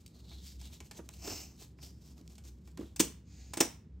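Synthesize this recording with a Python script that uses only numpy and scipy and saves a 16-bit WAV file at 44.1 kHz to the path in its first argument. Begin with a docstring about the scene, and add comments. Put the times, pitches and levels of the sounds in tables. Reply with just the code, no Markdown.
"""Hands handle a plastic disc case on a table in a quiet room, close to a stereo microphone.
First fingers rub (hiss with a broad squeak) and tick (short noise cracks) on the plastic; soft knocks
thump and rattle. The hinged tray scrapes over as juddering noise, then more rubs, ticks and knocks.
The tray claps down, the disc slides softly, and the tray is pressed home with a snap: gritty noise,
ringing panel modes and a sinking table thump. A last faint knock leaves the hum and rumble of the room."""
import sys
import numpy as np
from scipy import signal
from scipy.fft import rfft, irfft, next_fast_len
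from scipy.io import wavfile
from scipy.ndimage import uniform_filter1d, map_coordinates

SR = 44100
rng = np.random.default_rng(int(sys.argv[2]) if len(sys.argv) > 2 else 0)


def to_wav(s):
    """Save 16-bit WAV."""
    ch = np.atleast_2d(s).T  # columns
    pcm = np.round(np.clip(ch, -1, 1) * 32767)  # PCM
    wavfile.write(sys.argv[1], SR, pcm.astype(np.int16))


N = 176400  # samples, 4 s


def amp(db):
    """Decibels to linear gain."""
    return 10 ** (np.asarray(db) / 20)


def unit(x):
    """Scale to rms 1."""
    return x / np.sqrt(np.mean(x ** 2) + 1e-20)


def along(points, hz):
    """Read a curve of (frequency, value) points on a log frequency axis."""
    f, v = np.transpose(points)
    return np.interp(np.log(hz + 1), np.log(f + 1), v)


def clock():
    """Time of each sample in seconds."""
    return np.arange(N) / SR


def short_clock():
    """Time of each sample of a quarter-second blow."""
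    return np.arange(SR // 4) / SR


def wobble(rate):
    """A smooth random curve with `rate` knots a second."""
    knots = rng.standard_normal(int(N * rate / SR) + 4)
    return map_coordinates(knots, [clock() * rate])


def filtered(x, response):
    """Filter x by a complex response of frequency, padded so that tails do not wrap round."""
    m = next_fast_len(N + SR // 2)
    return irfft(rfft(x, m) * response(np.fft.rfftfreq(m, 1 / SR)), m)[..., :N]


def resonance(f, hz, width_hz):
    """Causal response of one damped resonance, gain 1 at its peak."""
    return 1j * f * width_hz / (hz * hz - f * f + 1j * f * width_hz)


def noise(colour):
    """Coloured noise of rms 1."""
    return unit(filtered(rng.standard_normal(N), lambda f: amp(along(colour, f))))


def slips(colour, grit_db):
    """Stick-slip friction: noise broken into millisecond grains, rms 1."""
    grains_db = grit_db * np.clip(wobble(900), -2, 2)
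    return unit(noise(colour) * amp(grains_db))


def add(track, s, sound):
    """Mix a sound in at time s."""
    part = track[max(0, round(s * SR)):][:len(sound)]
    part += sound[:len(part)]


# catches snapping: start_s, rise_s, hold_s, crack_level_db, panel_level_db, thump_level_db,
# thump_pitch_hz (where the pitch settles)
CATCH_SNAPS = [(2.9606, 0.0013, 0.0024, -41.5, -54.5, -57, 320),
               (2.9939, 0.00643, .008, -21, -34, -13, 298), (3.534, 0.0016, .005, -39.5, -41, -44, 316.6),
               (3.57, 0.0024, .004, -35.5, -36, -27, 308), (3.6025, 0.0042, .004, -19, -23, -14.5, 314.5)]
# tone of the cracking plastic: frequency_hz, level_db
CRACK_COLOUR = [(200, -25.5), (900, -16), (1600, -12), (2500, -7), (3200, -5.5), (3700, -5.5), (4500, -5),
                (5900, -2.5), (7400, -2.5), (8600, 1.5), (10000, -8), (12000, -7.5), (13500, -14.5),
                (15500, -10)]
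CRACK_GRIT_DB, CRACK_T60_S = -0.6, 0.04


def snaps():
    """A catch grinds over its edge for some milliseconds, lets go and strikes home."""
    t, force, body = clock(), np.zeros(N), np.zeros(N)
    for s, rise, hold, crack_db, panel_db, thump_db, hz in CATCH_SNAPS:
        since_release = np.maximum(t - s - rise - hold, 0)
        force += np.clip((t - s) / rise, 0, 1) * amp(crack_db - 60 * since_release / CRACK_T60_S)
        add(body, s + rise / 2, amp(panel_db) * panel(rise))
        add(body, s + rise, amp(thump_db) * thump(hz))  # the thump follows one rise time later
    return disc_ring(force * slips(CRACK_COLOUR, CRACK_GRIT_DB)) + body


# high resonances of disc and tray: pitch_hz, width_hz, level_db (relative)
DISC_RESONANCES = [(2637, 50, -3), (3200, 60, -7), (4930, 60, -5), (5110, 50, -4), (5310, 60, 3),
                   (5300, 50, -3), (5870, 60, 6), (6070, 54, -2), (6260, 72, 5.5), (6960, 60, 3.5),
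                   (8205, 50, -7), (8780, 33, -0.5)]
DISC_RING_DB = -10  # ringing relative to the raw sound


def disc_ring(x):
    """The raw sound plus the high resonances that it wakes in disc and tray, at the same overall level."""
    def response(f):
        return sum(amp(db) * resonance(f, hz, width) for hz, width, db in DISC_RESONANCES)
    ring = unit(filtered(x, response))
    return unit(x + amp(DISC_RING_DB) * x.std() * ring) * x.std()


# bending modes of the case panels: pitch_hz, level_db (relative), t60_s
PANEL_MODES = [(422.5, -2, 0.064), (541, -6.5, .05), (670, -2.5, 0.11), (835, 2.5, 0.062),
               (1016, 3.5, 0.051), (1180, -6.5, .04), (1364, -5, 0.022), (1535, -7.5, .04),
               (1790, -8, 0.078), (2260, 0, 0.087), (2350, -6, .03), (2550, 5.5, 0.024)]
# tone of the buzzing joints: frequency_hz, level_db
BUZZ_COLOUR = [(150, -23), (300, -8), (620, -2), (780, -11.5), (1020, -2), (1600, -0.5), (2400, -1.5),
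               (3300, -4), (6000, -27)]
MODES_DB, BUZZ_DB, BUZZ_T60_S = -8.5, -6.5, 0.095
GRIP_DETUNE = 0.012  # relative spread: the grip shifts the modes from blow to blow


def panel(rise_s):
    """One blow on the case panels: a few damped modes and the buzz of their loose joints."""
    t = short_clock()
    ring = np.zeros(len(t))
    for hz, db, t60 in PANEL_MODES:
        level = amp(db + rng.normal(0, 2) - 60 * t / t60)
        cycles = hz * rng.normal(1, GRIP_DETUNE) * t + rng.random()
        ring += level * np.sin(2 * np.pi * cycles)
    colour = amp(along(BUZZ_COLOUR, np.fft.rfftfreq(len(t), 1 / SR)))
    buzz = unit(irfft(rfft(rng.standard_normal(len(t))) * colour, len(t)))
    buzz = buzz * amp(BUZZ_DB - 60 * t / BUZZ_T60_S)
    return (amp(MODES_DB) * ring + buzz) * np.minimum(t / rise_s, 1)


# partials of the thump: pitch_ratio (multiple of the thump pitch), level_db (relative)
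THUMP_PARTIALS = [(.65, -7.5), (.86, 0), (0.999, 2), (1.22, -11), (1.5, -9.5)]
THUMP_T60_S, THUMP_RISE_S = 0.047, 0.0041
THUMP_BEND, THUMP_BEND_S = 0.17, 0.008  # extra share of pitch while flexed, and its relaxing time


def thump(hz):
    """The low, quickly damped answer of case and table; its pitch sinks as the plastic relaxes."""
    t = short_clock()
    cycles = hz * (t + THUMP_BEND * THUMP_BEND_S * (1 - np.exp(-t / THUMP_BEND_S)))
    ring = sum(amp(db) * np.sin(2 * np.pi * ratio * cycles) for ratio, db in THUMP_PARTIALS)
    return ring * amp(-60 * t / THUMP_T60_S) * (1 - np.exp(-t / THUMP_RISE_S))


# the tray scraping round its hinge, before judder and trim: time_s, hiss_level_db, body_level_db
SCRAPE_PATH = [(1.16, -69, -83), (1.219, -55, -63), (1.276, -42.5, -47), (1.313, -42.5, -47),
               (1.38, -45, -56), (1.422, -50, -60.5), (1.47, -58.5, -69), (1.561, -73, -73)]
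# tone of its hiss: frequency_hz, level_db
SCRAPE_HISS_COLOUR = [(900, -35), (1700, -14.5), (2100, -9.5), (2450, -5), (2900, -4.5), (3150, -12),
                      (3700, -12.5), (4500, -3.5), (4850, -4.5), (5250, 2), (5750, -4), (6200, -2),
                      (7200, -5.5), (7700, -2.5), (9400, -17), (12000, -6.5), (13500, -16), (15000, -10),
                      (15800, -16.5)]
# tone of the body of sliding plastic, also heard in the rubs: frequency_hz, level_db
SLIDING_BODY_COLOUR = [(100, 5), (200, -8), (330, 7.5), (520, -8), (680, -2), (1050, -9.5), (1500, -14),
                       (2500, -39)]
JUDDER_DB, JUDDERS_PER_S = 1.5, 150


def scrape():
    """The tray drags and judders as it swings over: friction hiss that rings the disc, and a lower body."""
    s, hiss_db, body_db = np.transpose(SCRAPE_PATH)
    judder_db = JUDDER_DB * wobble(JUDDERS_PER_S)

    def level(db):
        return amp(np.interp(clock(), s, db, left=-120, right=-120) + judder_db)
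    hiss = disc_ring(level(hiss_db) * slips(SCRAPE_HISS_COLOUR, grit_db=0))
    body = level(body_db) * slips(SLIDING_BODY_COLOUR, grit_db=-0.5)
    return amp(-1.0) * hiss + amp(1.0) * body


# nails and edges ticking on the plastic: start_s, crack_level_db, panel_level_db, crack_t60_s
TICK_HITS = [(0.0623, -49, -80, 0.031), (0.078, -54, -87, 0.014), (0.314, -65, -57, 0.015),
             (0.467, -73.5, -79, 0.027), (0.6133, -48, -59, 0.041), (.655, -50, -64, 0.025),
             (0.7, -79, -65.5, 0.018), (0.8037, -47.5, -52, 0.044), (0.9113, -44, -49.5, 0.045),
             (0.969, -52, -65, 0.055), (1.09, -37.5, -53.5, 0.0087), (1.137, -52.5, -66, 0.059),
             (1.2763, -38.5, -46, 0.017), (1.787, -86, -60.5, .04), (2.1798, -57, -82, 0.015),
             (2.213, -57, -74, 0.012), (2.2775, -47.5, -96, 0.009), (2.354, -55.5, -76, 0.044),
             (2.381, -52.5, -58.5, 0.048), (2.4388, -62, -88, 0.03), (2.675, -56.5, -60.5, 0.025),
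             (2.7742, -46, -52, 0.021)]
# tone of the crack: frequency_hz, level_db
TICK_COLOUR = [(300, -53), (1200, -31), (2300, -5), (3800, -1), (6500, 0), (9000, -2), (12000, -5),
               (15500, -18.5)]


def ticks():
    """Light, hard contacts: a short crack and a little panel ring."""
    t, force, body = short_clock(), np.zeros(N), np.zeros(N)
    for s, crack_db, panel_db, t60 in TICK_HITS:
        add(force, s, amp(crack_db - 60 * t / t60))
        add(body, s, amp(panel_db) * panel(rise_s=.001))
    return force * noise(TICK_COLOUR) + body


# strokes of skin and plastic sliding: peak_s, rise_s (last 20 dB up), fall_s (first 20 dB down),
# level_db (before the waver), squeak_pitch_hz, squeak_level_db and body_level_db (both over the hiss)
RUB_STROKES = [(.01, 0.029, 0.033, -68.5, 4870, -13, -11), (.2, 0.22, 0.16, -71.5, 4120, -1.5, -0.5),
               (0.319, 0.08, 0.29, -65.5, 3870, 4.5, -4), (.485, 0.093, 0.1, -57.5, 4720, -3.5, -38),
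               (.65, 0.051, 0.092, -58, 3520, -5, -10), (0.743, 0.051, 0.068, -59.5, 3780, -7, -7),
               (.86, 0.063, 0.09, -66, 4500, -19, -12), (0.981, 0.065, 0.036, -62, 6250, -3, -1),
               (1.063, 0.028, 0.021, -61, 4930, -18, -16), (1.15, 0.063, 0.088, -61, 5500, -20, -7),
               (1.621, 0.065, 0.082, -58, 4000, -10.5, -7), (1.833, 0.044, 0.09, -54, 5100, -1, -7),
               (2.091, .16, 0.052, -63, 5300, -6, -6), (2.2, 0.086, 0.04, -70.5, 5200, -7, 2),
               (2.32, 0.12, 0.14, -67.5, 5350, -11, -2.5), (2.453, 0.017, .11, -62, 6200, -9, -6.5),
               (2.691, 0.1, 0.067, -68, 4940, -12, -27), (2.81, 0.047, .15, -62.5, 3350, -5, -2)]
# tone of skin on plastic: frequency_hz, level_db
SKIN_COLOUR = [(300, -63), (1200, -15.5), (2300, -4.5), (3800, -1.5), (7000, 0.5), (9000, -1.5), (11500, 0),
               (13500, -9), (15500, -10)]
RUB_GRIT_DB, RUB_WAVER_DB = 2.5, 3
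SQUEAK_WIDTH_HZ = 1300  # of each of the two stacked resonances


def rubs():
    """Each stroke swells and fades, with a friction hiss, a broad resonant squeak and some body."""
    t, out = clock(), np.zeros(N)
    hiss, grains = slips(SKIN_COLOUR, RUB_GRIT_DB), slips(SKIN_COLOUR, RUB_GRIT_DB)
    body = noise(SLIDING_BODY_COLOUR)
    for s, rise, fall, db, hz, squeak_db, body_db in RUB_STROKES:
        distance = np.where(t < s, (s - t) / rise, (t - s) / fall)
        pressure = amp(db - 20 * distance ** 1.31)
        squeak = unit(filtered(grains, lambda f: resonance(f, hz, SQUEAK_WIDTH_HZ) ** 2))
        out += pressure * (hiss + amp(squeak_db) * squeak + amp(body_db) * body)
    return out * amp(RUB_WAVER_DB * wobble(60))


# soft knocks of hand and case on the table: start_s, thump_level_db,
# thump_pitch_hz (where the pitch settles), rattle_level_db
SOFT_KNOCKS = [(0.809, -51, 318.3, -57), (.9895, -38, 339, -36), (1.275, -46, 325, -33),
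               (1.357, -41, 287, -47), (1.618, -57.5, 298, -49.5), (2.211, -45.5, 296, -61),
               (2.78, -46.5, 353, -47.5), (2.793, -27.5, 274, -47.5), (2.81, -35.5, 329, -41.5),
               (2.83, -37.5, 298, -49), (3.894, -67, 288, -82.5)]
# tone of the loose case: frequency_hz, level_db
RATTLE_COLOUR = [(100, -19), (190, -3.5), (350, 13.5), (520, 1), (700, -10), (1050, -5.5), (1500, -10.5),
                 (2500, -18), (6000, -47)]
RATTLE_RISE_S, RATTLE_T60_S = 0.0029, 0.054


def knocks():
    """Soft contacts thump the table and make the loose case rattle dully."""
    t, thumps, loose = short_clock(), np.zeros(N), np.zeros(N)
    for s, thump_db, hz, rattle_db in SOFT_KNOCKS:
        add(thumps, s, amp(thump_db) * thump(hz))
        add(loose, s, amp(rattle_db - 60 * t / RATTLE_T60_S) * (1 - np.exp(-t / RATTLE_RISE_S)))
    return thumps + loose * slips(RATTLE_COLOUR, grit_db=0.5)


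# the disc sliding under a fingertip: time_s, level_db
SLIDE_PATH = [(3.242, -86), (3.279, -71.5), (3.32, -66), (3.4, -62.5), (3.45, -64), (3.531, -67),
              (3.56, -94)]
# its tone: frequency_hz, level_db
SLIDE_TONE = [(400, -17), (750, -6.5), (1100, -19.5), (1600, -11.5), (2450, -5), (3100, -11), (4300, -5),
              (5100, -2), (5600, -9), (6700, 1), (7600, -9), (9000, -14.5), (12000, -19), (15500, -23.5)]


def slide():
    """The disc shifts softly in its tray: grainy friction noise under a drawn level."""
    s, db = np.transpose(SLIDE_PATH)
    level = amp(np.interp(clock(), s, db, left=-120, right=-120))
    return level * slips(SLIDE_TONE, grit_db=1)


# nearby walls: delay_s, level_db, side (-1 right to 1 left)
WALL_ECHOES = [(.0125, -24.5, .4), (.0215, -18, 0.014), (.0275, -33.5, .5), (.0365, -26.5, -.3),
               (0.045, -24.5, 0.36)]


def walls(x):
    """The first weak reflections, from left and right: delayed, panned copies."""
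    def response(f):
        return sum(amp(db) * np.array([[1 + side], [1 - side]]) * np.exp(-2j * np.pi * f * s)
                   for s, db, side in WALL_ECHOES)
    return filtered(x, response)


# decay of the room: frequency_hz, t60_s
ROOM_DECAY = [(150, 0.6), (400, 0.2), (1200, 0.38), (4000, 0.33), (8000, 0.26), (15000, 0.28)]
# stereo width of its tail: frequency_hz, side_level_db
TAIL_WIDTH = [(100, -20), (400, -7), (900, -1), (2500, -8), (6000, -7), (15000, -9)]


def room(x):
    """Diffuse stereo tail: each band stores the sound's energy and lets it die at its own speed."""
    hz, t, z = signal.stft(x, SR, nperseg=512)
    decay = amp(-60 * t[:SR // 512] / along(ROOM_DECAY, hz)[:, None]) ** 2
    decay[:, :2] = 0  # the tail starts two frames late
    decay /= decay.sum(axis=1, keepdims=True)
    power = uniform_filter1d(abs(z) ** 2, size=3, axis=0)  # smoothed across neighbouring bands
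    stored = abs(signal.fftconvolve(power, decay, axes=1)[:, :len(t)])
    air = signal.stft(rng.standard_normal((2, N)), SR, nperseg=512)[2]
    tail = air / air.std() * np.sqrt(stored)
    mid, side = signal.istft(tail, SR, nperseg=512)[1][:, :N]
    side = filtered(side, lambda f: amp(along(TAIL_WIDTH, f)))
    return np.array([mid + side, mid - side])


# tone of the room rumble: frequency_hz, level_db
RUMBLE_COLOUR = [(20, -48), (40, -31), (52, -10), (65, 2), (82, -8), (100, -3), (125, -9), (165, -5.5),
                 (230, -11), (320, -17), (450, -25), (700, -39.5), (1500, -44), (5000, -52), (9000, -57.5),
                 (15000, -69.5)]
RUMBLE_DB = -56.5
HUM_DB, HUM_HZ, HUM_WAVER_DB = -57.5, 65.96, 3


def background():
    """A low hum, wavering in level and phase, in the noise rumble of the room."""
    phase = 2 * np.pi * HUM_HZ * clock() + 0.67 * wobble(9)
    hum = unit(np.sin(phase) * amp(HUM_WAVER_DB * wobble(2.3)))
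    return amp(HUM_DB) * hum + amp(RUMBLE_DB) * noise(RUMBLE_COLOUR)


ROOM_DB = -12.5


def scene():
    """All handling sounds in the room, over its background."""
    hands = snaps() + scrape() + ticks() + rubs() + knocks() + slide()
    return hands + walls(hands) + amp(ROOM_DB) * room(hands) + background()


# level difference of the microphone ports: frequency_hz, left_minus_right_db
PORT_LEAN = [(150, 0), (380, -1.8), (600, -5), (900, -8), (1250, -6), (1600, -2), (2100, -.4), (3000, 0)]
# phase difference of the ports: frequency_hz, left_lead_rad
PORT_LEAD = [(100, 0), (300, -.25), (650, -.7), (1000, 0), (4800, 0), (6000, .6), (7400, .3), (9200, 2.45),
             (9900, 3.08), (10900, 3.18), (11500, 3.5), (12500, 5), (13400, 6.28)]
LOW_CUT_HZ, TOP_HZ, TOP_ORDER = 45, 15850, 120


def record(dry):
    """The two microphone ports differ in level and phase; the deepest bass and the top treble are cut."""
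    def ports(f):
        lean_db = along(PORT_LEAN, f) / 2
        left = amp(lean_db)
        right = amp(-lean_db) * np.exp(-1j * along(PORT_LEAD, f))
        u = 1j * f / LOW_CUT_HZ
        low_cut = (u * u / (1 + u + u * u)) ** 2
        top_cut = 1 / (1 + (f / TOP_HZ) ** TOP_ORDER)
        return np.array([left, right]) * low_cut * top_cut
    return filtered(dry, ports)


dry = scene()
out = record(dry)
to_wav(out)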